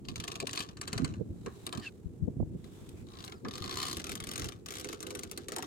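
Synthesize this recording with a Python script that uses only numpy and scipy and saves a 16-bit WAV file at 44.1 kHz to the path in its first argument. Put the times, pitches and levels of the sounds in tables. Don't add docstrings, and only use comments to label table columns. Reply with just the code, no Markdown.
import sys
import numpy as np
from scipy import signal
from scipy.fft import rfft, irfft
from scipy.io import wavfile
from scipy.ndimage import uniform_filter1d

SR = 44100
rng = np.random.default_rng(int(sys.argv[2]) if len(sys.argv) > 2 else 0)


def store_pcm(level_fs):
    pcm = np.round(np.clip(level_fs, -1, 1) * 32767).astype(np.int16)
    wavfile.write(sys.argv[1], SR, np.atleast_2d(pcm).T)


N = 249606
TIME = np.arange(N) / SR
PORT_LAG_S = .00042
TOP_HZ = 16600


def gain_of(db):
    return 10 ** (np.asarray(db) / 20)


def unit_rms(x):
    return x / np.sqrt(np.mean(x ** 2) + 1e-20)


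def curve_db(points, hz):
    f, db = np.transpose(points)
    return np.interp(np.log(hz + 1), np.log(f + 1), db)


def band_db(hz, lo, hi):
    return -10 * np.log10((1 + (lo / (hz + 1)) ** 12) * (1 + (hz / hi) ** 12))


def resonance(hz, centre_hz, width_hz):
    return 1 / (1 + (2 * (hz - centre_hz) / width_hz) ** 2)


def coloured(x, db_at):
    size = x.shape[-1]
    response = gain_of(db_at(np.fft.rfftfreq(size, 1 / SR)))
    return unit_rms(irfft(rfft(x) * response, size))


def banded(x, colour, lo, hi):
    return coloured(x, lambda f: curve_db(colour, f) + band_db(f, lo, hi))


def uncombed(x, colour, lo, hi, comb_db=1):
    return coloured(x, lambda f: curve_db(colour, f) + band_db(f, lo, hi)
                    - comb_db * np.cos(2 * np.pi * f * PORT_LAG_S))


def pan(db):
    return gain_of([[db / 2], [-db / 2]])


def port_noise(size, shared, lag_s=0):
    left, other = rng.standard_normal((2, size))
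    right = shared * np.roll(left, round(lag_s * SR)) + np.sqrt(1 - shared ** 2) * other
    return np.array([left, right])


def flutter(size, rate_hz):
    return coloured(rng.standard_normal(size), lambda f: band_db(f, 0, rate_hz))


def lumps(size, depth_db, rate_hz):
    return gain_of(depth_db * flutter(size, rate_hz))


def swells(rows, fall_over_rise, rest_db=-np.inf):
    power = gain_of(rest_db) ** 2
    for s, db, rise_s in rows:
        width_s = rise_s * np.where(TIME < s, 1, fall_over_rise)
        power = power + gain_of(db) ** 2 * np.exp(-((TIME - s) / width_s) ** 2)
    return np.sqrt(power)


def add(mix, s, sound):
    part = mix[:, max(round(s * SR), 0):][:, :sound.shape[-1]]
    part += sound[..., :part.shape[-1]]


# f/Hz, level/dB
RIPPLE_COLOUR = [(900, -2), (1700, -8), (3800, -12.5), (4500, -13.5), (6000, -12.5), (7500, -9),
                 (12000, -17.5), (16000, -18)]
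# t/s, relative level/dB, rise/s, bubble f/Hz
SMALL_WAVES = [(1.65, -53, 0.19, 3900), (2.791, -52, 0.12, 3520), (2.99, -53.5, 0.032, 2400),
               (3.22, -55, 0.14, 4170)]
def ripples(bubble_lift_db=8):
    waves = 0
    for s, db, rise_s, bubble_hz in SMALL_WAVES:
        fizz = coloured(port_noise(N, 0), lambda f: curve_db(RIPPLE_COLOUR, f) + band_db(f, 600, TOP_HZ)
                        + bubble_lift_db * resonance(f, bubble_hz, width_hz=710))
        waves = waves + fizz * swells([(s, db, rise_s)], fall_over_rise=0.96)
    calm = gain_of(-72.5) * banded(port_noise(N, 0), RIPPLE_COLOUR, 650, TOP_HZ)
    sparkle = unit_rms(lumps(N, depth_db=1.5, rate_hz=83))
    return (calm + gain_of(-9.5) * waves) * sparkle


# t/s, level/dB, rise/s
SLOSHES = [(3.56, -59, 0.044), (4.89, -48.5, 0.063), (5.13, -45.5, 0.06), (5.56, -50.5, .09)]
# f/Hz, level/dB
HOLLOW, HOLLOW_WIDTH_HZ = [(335, -3), (408, -3.5), (500, -3)], 39
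def gurgles():
    def hollow_db(f):
        return 20 * np.log10(sum(gain_of(db) * resonance(f, hz, HOLLOW_WIDTH_HZ) for hz, db in HOLLOW))

    slosh = port_noise(N, 0.6) * lumps(N, depth_db=4, rate_hz=60)
    return coloured(slosh, hollow_db) * swells(SLOSHES, fall_over_rise=0.81) * pan(-3.5)


# f/Hz, level/dB
WIND_COLOUR = [(55, -2.5), (93, 4.5), (204, -1), (358, -7), (398, -25), (483, -19.5), (700, -27.5),
               (910, -65)]
# t/s, relative level/dB, rise/s
WIND_GUSTS = [(.1, -49.5, 0.044), (.53, -54.5, 0.029), (1.05, -43.5, 0.1), (1.76, -48.5, 0.017),
              (2.3, -44, 0.09), (2.95, -51, 0.058), (3.62, -51.5, 0.15), (4.12, -48.5, 0.051),
              (4.42, -44.5, 0.024)]
def wind():
    rumble = banded(port_noise(N, 0.53), WIND_COLOUR, 44.6, 990)
    turbulence = unit_rms(rumble * lumps(N, depth_db=3, rate_hz=36.5))
    return turbulence * swells(WIND_GUSTS, fall_over_rise=2.8, rest_db=-56) * gain_of(4)


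# t/s, relative level/dB, upper edge f/Hz, half-width/s, left over right/dB
EDDIES = [(0.122, -35.5, 266, 0.0045, -17), (0.197, -30, 272, 0.0048, -7), (0.436, -28.5, 610, 0.0093, 4.5),
          (1.002, -21, 270, 0.0022, -9), (1.037, -26, 304, 0.013, -19), (1.213, -32, 490, 0.0089, -23),
          (1.475, -30.5, 484, 0.012, -6.5), (1.787, -39, 253, 0.0057, -30), (2.065, -39, 183, 0.0091, 30.5),
          (2.238, -29.5, 200, 0.012, 25.5), (2.283, -31, 533, 0.0039, 30), (2.408, -31, 230, 0.019, -25),
          (2.404, -34, 680, 0.0033, -23.5), (2.429, -36.5, 645, 0.0013, -28), (2.433, -31, 110, 0.012, 9),
          (2.55, -29.5, 338, 0.0091, -5), (3.469, -31.5, 455, 0.023, 0.5), (3.613, -31, 270, 0.0011, 18)]
def buffets():
    out, t = np.zeros((2, N)), np.arange(2 ** 13) / SR
    for s, db, edge_hz, width_s, side_db in EDDIES:
        swell = np.exp(-((t - t.mean()) / width_s) ** 2 / 2)
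        eddy = swell * coloured(port_noise(len(t), 0.38),
                                lambda f: band_db(f, edge_hz / 4.1, edge_hz) - 3 * np.log2(1 + f / 200))
        eddy /= np.sqrt((eddy ** 2).sum(1, keepdims=True) / (swell ** 2).sum())
        add(out, s - t.mean(), gain_of(db - 7) * pan(side_db) * eddy)
    return out


# t/s, level/dB
LINE_TAPS = [(5.566, -42.5), (5.587, -41), (5.628, -48.5)]
# f/Hz, level/dB, t60/s
RAIL_MODES = [(750, 8, 0.059), (907, 12, 0.039), (1022, 2, 0.061)]
def line_taps(rise_s=0.0034):
    out, t = np.zeros((2, N)), np.arange(SR // 8) / SR
    for s, db in LINE_TAPS:
        ring = sum(gain_of(mode_db - 60 * t / t60) * np.sin(2 * np.pi * (hz * t + rng.random((2, 1))))
                   for hz, mode_db, t60 in RAIL_MODES)
        add(out, s, gain_of(db) * ring * (1 - np.exp(-t / rise_s)))
    return out


# t/s, level/dB
TUBE_BUMPS = [(1.461, -44.5), (3.450, -44.5)]
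def tube_bumps():
    out = np.zeros((2, N))
    for s, db in TUBE_BUMPS:
        ring = snap(port_noise(2 ** 13, 0.55), PULLING, (700, 1900),
                    rise_s=.002, t60=0.091, tail_db=-12, tail_t60=0.29)
        add(out, s, gain_of(db) * ring)
    return out


def aftermath(times, dbs, t60, stop_s=np.inf, rise_s=0.0039):
    power, t = np.zeros((1, N)), np.arange(SR) / SR
    decay = (1 - np.exp(-t / rise_s)) * gain_of(-60 * t / t60)
    tail = decay ** 2 * np.exp(-(t / stop_s) ** 4)
    for s, db in zip(times, dbs):
        add(power, s, gain_of(db) ** 2 * tail)
    return np.sqrt(power[0])


# f/Hz, level/dB
TUBE_COLOUR = [(150, -8), (260, 3), (390, 7), (500, -2), (600, -15.5), (1000, -18)]
def tube_boom(events, rest_db=-57.5):
    s, db, *_ = events.T
    boom_db = np.array(DINGHY_STROKES)[stroke_at(s), 5]
    swell = np.hypot(aftermath(s, db + boom_db, t60=0.3), gain_of(rest_db))
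    hum = banded(port_noise(N, 0.61), TUBE_COLOUR, 150, 970)
    return hum * swell * pan(-4.5)


def scrape(events, ticks_per_s=51, tick_s=.002, tick_db=-4, regrip_s=0.1):
    catches = rng.uniform(0, 1, N) * (rng.random(N) < ticks_per_s / SR)
    ticks = signal.lfilter([1], [1, -np.exp(-1 / (tick_s * SR))], catches)
    grains = port_noise(N, 0.21, PORT_LAG_S)
    grains *= unit_rms(lumps(N, depth_db=4, rate_hz=160)) + gain_of(tick_db) * unit_rms(ticks)
    stroke = stroke_at(TIME)
    rubbing = np.hstack([uncombed(grains[:, stroke == i], colour, 690, TOP_HZ)
                         for i, colour in enumerate(STROKE_COLOURS)])
    s, db, *_ = events.T
    scrape_db = np.array(DINGHY_STROKES)[stroke_at(s), 4]
    return rubbing * aftermath(s, db + scrape_db, t60=0.58, stop_s=regrip_s) * pan(2.5)


# t/s, length/s, first f/Hz, last f/Hz, level/dB, settling point/share, its half-width/share
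RUBBER_SQUEAKS = [(1.808, 0.094, 3180, 2460, -40, 0.69, 0.098), (3.338, 0.06, 5600, 4220, -73, .45, 0.44)]
def squeaks(jitter_share=0.098, rasp_db=-10.5):
    out = np.zeros((2, N))
    for s, length_s, first_hz, last_hz, db, settle_at, settle_width in RUBBER_SQUEAKS:
        size = round(length_s * SR)
        along = np.linspace(0, 1, size)
        settled = np.exp(-((along - settle_at) / settle_width) ** 2)
        hz = first_hz + (last_hz - first_hz) * along
        hz *= 1 + jitter_share * (1 - settled) * flutter(size, 1300)
        phase = 2 * np.pi * np.cumsum(hz) / SR
        tone = np.sin(phase)
        side_tones = (1 - settled) * (np.sin(.6 * phase) + .6 * np.sin(1.62 * phase))
        grit = banded(port_noise(size, 0.13, PORT_LAG_S), PULLING, 570, 14000)
        stutter = lumps(size, depth_db=1, rate_hz=170)
        rasp = (tone + side_tones + 0.85 * grit) * np.sin(np.pi * along) * stutter
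        squeal = np.sqrt(2) * settled * tone + gain_of(rasp_db) * rasp
        add(out, s, gain_of(db) * squeal * signal.windows.tukey(size, .15))
    return out


def crackle(size, colour, count=5, span_s=0.0326, rise_s=0.0017, spread_db=25):
    t, clicks = np.arange(size) / SR, 0
    for place, weakness in rng.random((count, 2)):
        age = np.maximum(t - place * span_s, 0) / rise_s
        clicks = clicks + gain_of(-spread_db * weakness) * age * np.exp(1 - age)
    return clicks * uncombed(port_noise(size, 0.46, PORT_LAG_S), colour, 950, TOP_HZ)


def chirp(size, hz, rise_s=0.00064, t60=0.018, jitter_share=0.024):
    t = np.arange(size) / SR
    unsteady_hz = hz * (1 + jitter_share * flutter(size, 730))
    turns = np.cumsum(unsteady_hz) / SR - np.array([[0], [.1]])
    return (1 - np.exp(-t / rise_s)) * gain_of(1 - 60 * t / t60) * np.sin(2 * np.pi * turns)


# f/Hz, level/dB, t60/s
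SKIN_MODES = [(1056, -10.5, 0.05), (1191, -8, 0.066), (3030, -17.5, 0.093), (4260, -13, 0.033),
              (7200, -8.5, 0.033)]
def skin_ping(size, soft_db, colour, spread_db=2, rise_s=0.0013):
    t, out = np.arange(size) / SR, 0
    for hz, db, t60 in SKIN_MODES:
        detune = 0.01 * np.sqrt(hz / SKIN_MODES[0][0]) * rng.standard_normal()
        turns = hz * (1 + detune) * t + rng.random() - np.array([[0], [.08]])
        strength_db = db + .5 * curve_db(colour, hz) + soft_db * (hz < 1800)
        strength_db += spread_db * rng.standard_normal()
        out = out + gain_of(strength_db - 60 * t / t60) * np.sin(2 * np.pi * turns)
    return out * (1 - np.exp(-t / rise_s))


def snap(grit, colour, band_hz, rise_s, t60, tail_db, tail_t60):
    t = np.arange(grit.shape[-1]) / SR
    decay = np.hypot(gain_of(-60 * t / t60), gain_of(tail_db - 60 * t / tail_t60))
    burst = (1 - np.exp(-t / rise_s)) * decay * uncombed(grit, colour, *band_hz)
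    peak_power = uniform_filter1d((burst ** 2).mean(0), size=132).max()
    return burst / np.sqrt(peak_power)


def wandered(colour, wander_db=3.5):
    hz = np.geomspace(600, TOP_HZ, 64)
    return np.column_stack([hz, curve_db(colour, hz) + wander_db * rng.standard_normal(len(hz))])


# start t/s, end t/s, slip count, last rate over first, first level/dB, last level/dB,
# chirp f/Hz, last fizz level/dB
CREAK_RUNS = [(0.2, 0.355, 5, 0.98, -27, -26, 2560, -45.5), (1.7496, 1.797, 3, 1.04, -36, -36, 4530, -54.5),
              (3.069, 3.204, 9, 1.03, -48.5, -40.5, 3870, -66),
              (3.6212, 3.725, 7, 1.25, -30, -31.5, 4320, -54),
              (3.7395, 3.828, 7, 1.21, -30.5, -26, 4170, -44.5),
              (3.8523, 3.928, 6, 0.86, -29.5, -28, 4290, -43.5),
              (4.041, 4.117, 4, 1.1, -29.5, -29.5, 2465, -44),
              (4.289, 4.395, 6, 1.33, -30.5, -31, 2440, -44),
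              (4.7052, 4.81, 8, 1.2, -32.5, -35, 2310, -48.5)]
def creak(start, end, count, speed_up, first_db, last_db, chirp_hz, last_fizz_db):
    uneven_share, uneven_db = .02, 1.9
    gap_chance, level_chance, pitch_chance = rng.standard_normal((count, 3)).T
    gaps = speed_up ** -np.linspace(0, 1, count - 1) * (1 + uneven_share * gap_chance[1:])
    along = np.append(0, np.cumsum(gaps)) / gaps.sum()
    times = start + (end - start) * along
    db = first_db + (last_db - first_db) * along + uneven_db * level_chance
    hz = chirp_hz * (1 + uneven_share * pitch_chance)
    return list(zip(times, db, hz, last_fizz_db + db - last_db))


def stroke_at(s):
    return np.searchsorted([row[0] for row in DINGHY_STROKES[1:]], s)


# f/Hz, level/dB
PULLING = [(600, -1), (748, 0), (881, -11), (1110, 5), (1450, -10), (1680, -1.5), (2150, -7.5), (2440, 1.5),
           (3120, 0), (4520, 2.5), (5480, -5.5), (7110, -4.5), (16000, -26.5)]
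CATCHING = [(350, 21), (880, -9.5), (1150, 0.5), (1900, -1.5), (2600, 3), (3600, -7), (4100, 5),
            (4550, -6.5), (6100, -5), (7400, -3), (9500, -16), (16000, -32)]
PRESSING = [(600, -15), (748, 0.5), (881, -23), (1050, 2), (1220, -4), (1500, -8), (2070, -2), (2550, -5.5),
            (3340, 2), (4100, 3), (5270, -3), (7520, -7), (16000, -22)]
EASING = [(600, -2), (748, -7), (930, -18.5), (1190, -3.5), (1450, -8.5), (2240, 2.5), (3940, 5),
          (7210, 0.5), (16000, -16)]
STROKE_COLOURS = (PULLING, CATCHING, PULLING, PRESSING, PRESSING, PRESSING, EASING, EASING, EASING)
# start t/s, then level/dB re the slip of ring, ping, chirp, scrape, boom
DINGHY_STROKES = [(0, -21, -24, -9, -29.5, -24.5), (0.729, -13.5, -7, -1.5, -24, -18),
                  (1.6, -12, -11, -21, -52, -18), (2.2, -17, -16, -7, -40, -19),
                  (3.43, -18, -7, -3.5, -25, -17.5), (3.748, -17, -3, -5.5, -22.5, -23),
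                  (3.95, -16, -12, -9, -28, -18.5), (4.82, -13, -11.5, -6.5, -24, -13),
                  (5.451, -12, -12, -7.5, -27.5, -14.5)]
# t/s, relative level/dB, chirp f/Hz, relative level/dB of the fizz above 7 kHz
LONE_SLIPS = [(0.051, -43, 2700, -68), (0.0848, -28, 2750, -49), (0.1574, -28, 2280, -46.5),
              (0.4006, -24.5, 2443, -40), (0.4703, -23.5, 4100, -40.5), (0.5092, -35, 4030, -48.5),
              (0.5312, -25.5, 4470, -41.5), (0.551, -33, 4360, -51), (0.5572, -30, 4500, -44.5),
              (0.5742, -22, 4380, -52), (0.59, -30, 4360, -45.5), (0.6041, -25, 4540, -42),
              (0.6247, -33.5, 4350, -50), (0.635, -38, 4360, -56), (0.688, -38, 4460, -69),
              (0.7698, -42, 4630, -57), (0.8126, -30, 4570, -40.5), (0.8762, -30, 4640, -41),
              (0.9292, -25.5, 4420, -39.5), (0.978, -26.5, 4660, -43.5), (1.045, -27.5, 4600, -42.5),
              (1.1383, -43, 2770, -68), (1.4604, -40, 2730, -53), (1.665, -27, 3850, -39),
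              (1.726, -27.5, 3900, -47.5), (2.6418, -46, 2050, -65), (2.8903, -47, 2470, -56),
              (3.2398, -34, 3780, -54), (3.246, -40, 4100, -48.5), (3.2776, -34.5, 4100, -56),
              (3.3216, -34, 2170, -62), (3.448, -38.5, 2120, -90), (3.4838, -35, 4750, -56),
              (3.5096, -35.5, 3800, -57), (3.5363, -34, 3750, -55), (3.5538, -31.5, 4200, -51),
              (3.5786, -33, 4180, -51), (3.9685, -27, 4880, -40), (3.9983, -31, 2030, -47),
              (4.153, -29, 5040, -41), (4.2014, -30, 2200, -44.5), (4.238, -32, 2130, -45.5),
              (4.2697, -32.5, 2520, -46), (4.419, -28, 5560, -47.5), (4.4428, -28.5, 2400, -43.5),
              (4.4863, -31.5, 2840, -46), (4.5206, -37, 3270, -56), (4.66, -33.5, 5060, -47),
              (4.6845, -33, 2760, -48.5), (4.844, -30.5, 2350, -44.5), (4.8872, -31, 4480, -46),
              (4.9277, -31, 2270, -46.5), (5.004, -36.5, 5190, -46.5), (5.027, -32, 4300, -42.5),
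              (5.067, -33.5, 2760, -46.5), (5.1048, -32.5, 2270, -45.5), (5.15, -32, 2270, -42.5),
              (5.1909, -34, 3300, -43), (5.233, -32.5, 4360, -43.5), (5.313, -33.5, 4800, -41),
              (5.3742, -31.5, 4370, -40.5), (5.4836, -32.5, 4050, -40), (5.5193, -29, 5640, -42),
              (5.562, -28.5, 5200, -38.5), (5.5834, -31.5, 4930, -42), (5.624, -30, 2740, -45)]
def rubber_slips(events, size=4096, alike_share=.62, crackle_lead_s=0.0065):
    out = np.zeros((2, N))
    stroke_grit = [port_noise(size, 1.0, PORT_LAG_S) for _ in DINGHY_STROKES]
    for s, db, chirp_hz, fizz_db in events:
        stroke = stroke_at(s)
        _, ring_db, ping_db, chirp_db, *_ = DINGHY_STROKES[stroke]
        colour = wandered(STROKE_COLOURS[stroke])
        soft_db = -.35 * (fizz_db - db + 21)
        own_grit = port_noise(size, 0.2, PORT_LAG_S)
        jerks = lumps(size, depth_db=3.5, rate_hz=2260)
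        grit = jerks * (np.sqrt(alike_share) * stroke_grit[stroke] + np.sqrt(1 - alike_share) * own_grit)
        ring = snap(grit, colour, (670, 1500), rise_s=0.0018, t60=0.11, tail_db=-14, tail_t60=0.55)
        body_t60 = 0.035 * np.exp(0.17 * rng.standard_normal())
        body = snap(grit, colour, (1650, 7000), rise_s=0.0001, t60=body_t60, tail_db=-43, tail_t60=0.49)
        spray = jerks * port_noise(size, 0.28, PORT_LAG_S)
        fizz = snap(spray, colour, (7000, TOP_HZ), rise_s=0.00063, t60=0.03, tail_db=-42, tail_t60=0.1)
        crack = gain_of(db - 9) * body + gain_of(fizz_db + 2.5) * pan(2.4) * fizz
        skin = gain_of(ring_db + soft_db) * ring + gain_of(ping_db) * skin_ping(size, soft_db, colour)
        shudder = gain_of(chirp_db) * chirp(size, chirp_hz)
        add(out, s + .0004, crack + gain_of(db) * (skin + shudder))
        add(out, s - crackle_lead_s, gain_of(db - 17) * crackle(size, wandered(colour)))
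    return out * pan(2.86)


def scene():
    creak_slips = [slip for run in CREAK_RUNS for slip in creak(*run)]
    events = np.array(sorted([tuple(row) for row in LONE_SLIPS] + creak_slips))
    dinghy = rubber_slips(events) + scrape(events) + squeaks() + tube_bumps() + tube_boom(events)
    return dinghy + line_taps() + wind() + buffets() + ripples() + gurgles()


def record(dry):
    low_pass = signal.firwin(255, TOP_HZ, window=("kaiser", 8), fs=SR)
    return signal.oaconvolve(dry, low_pass[None], "same")


dry = scene()
out = record(dry)
store_pcm(out)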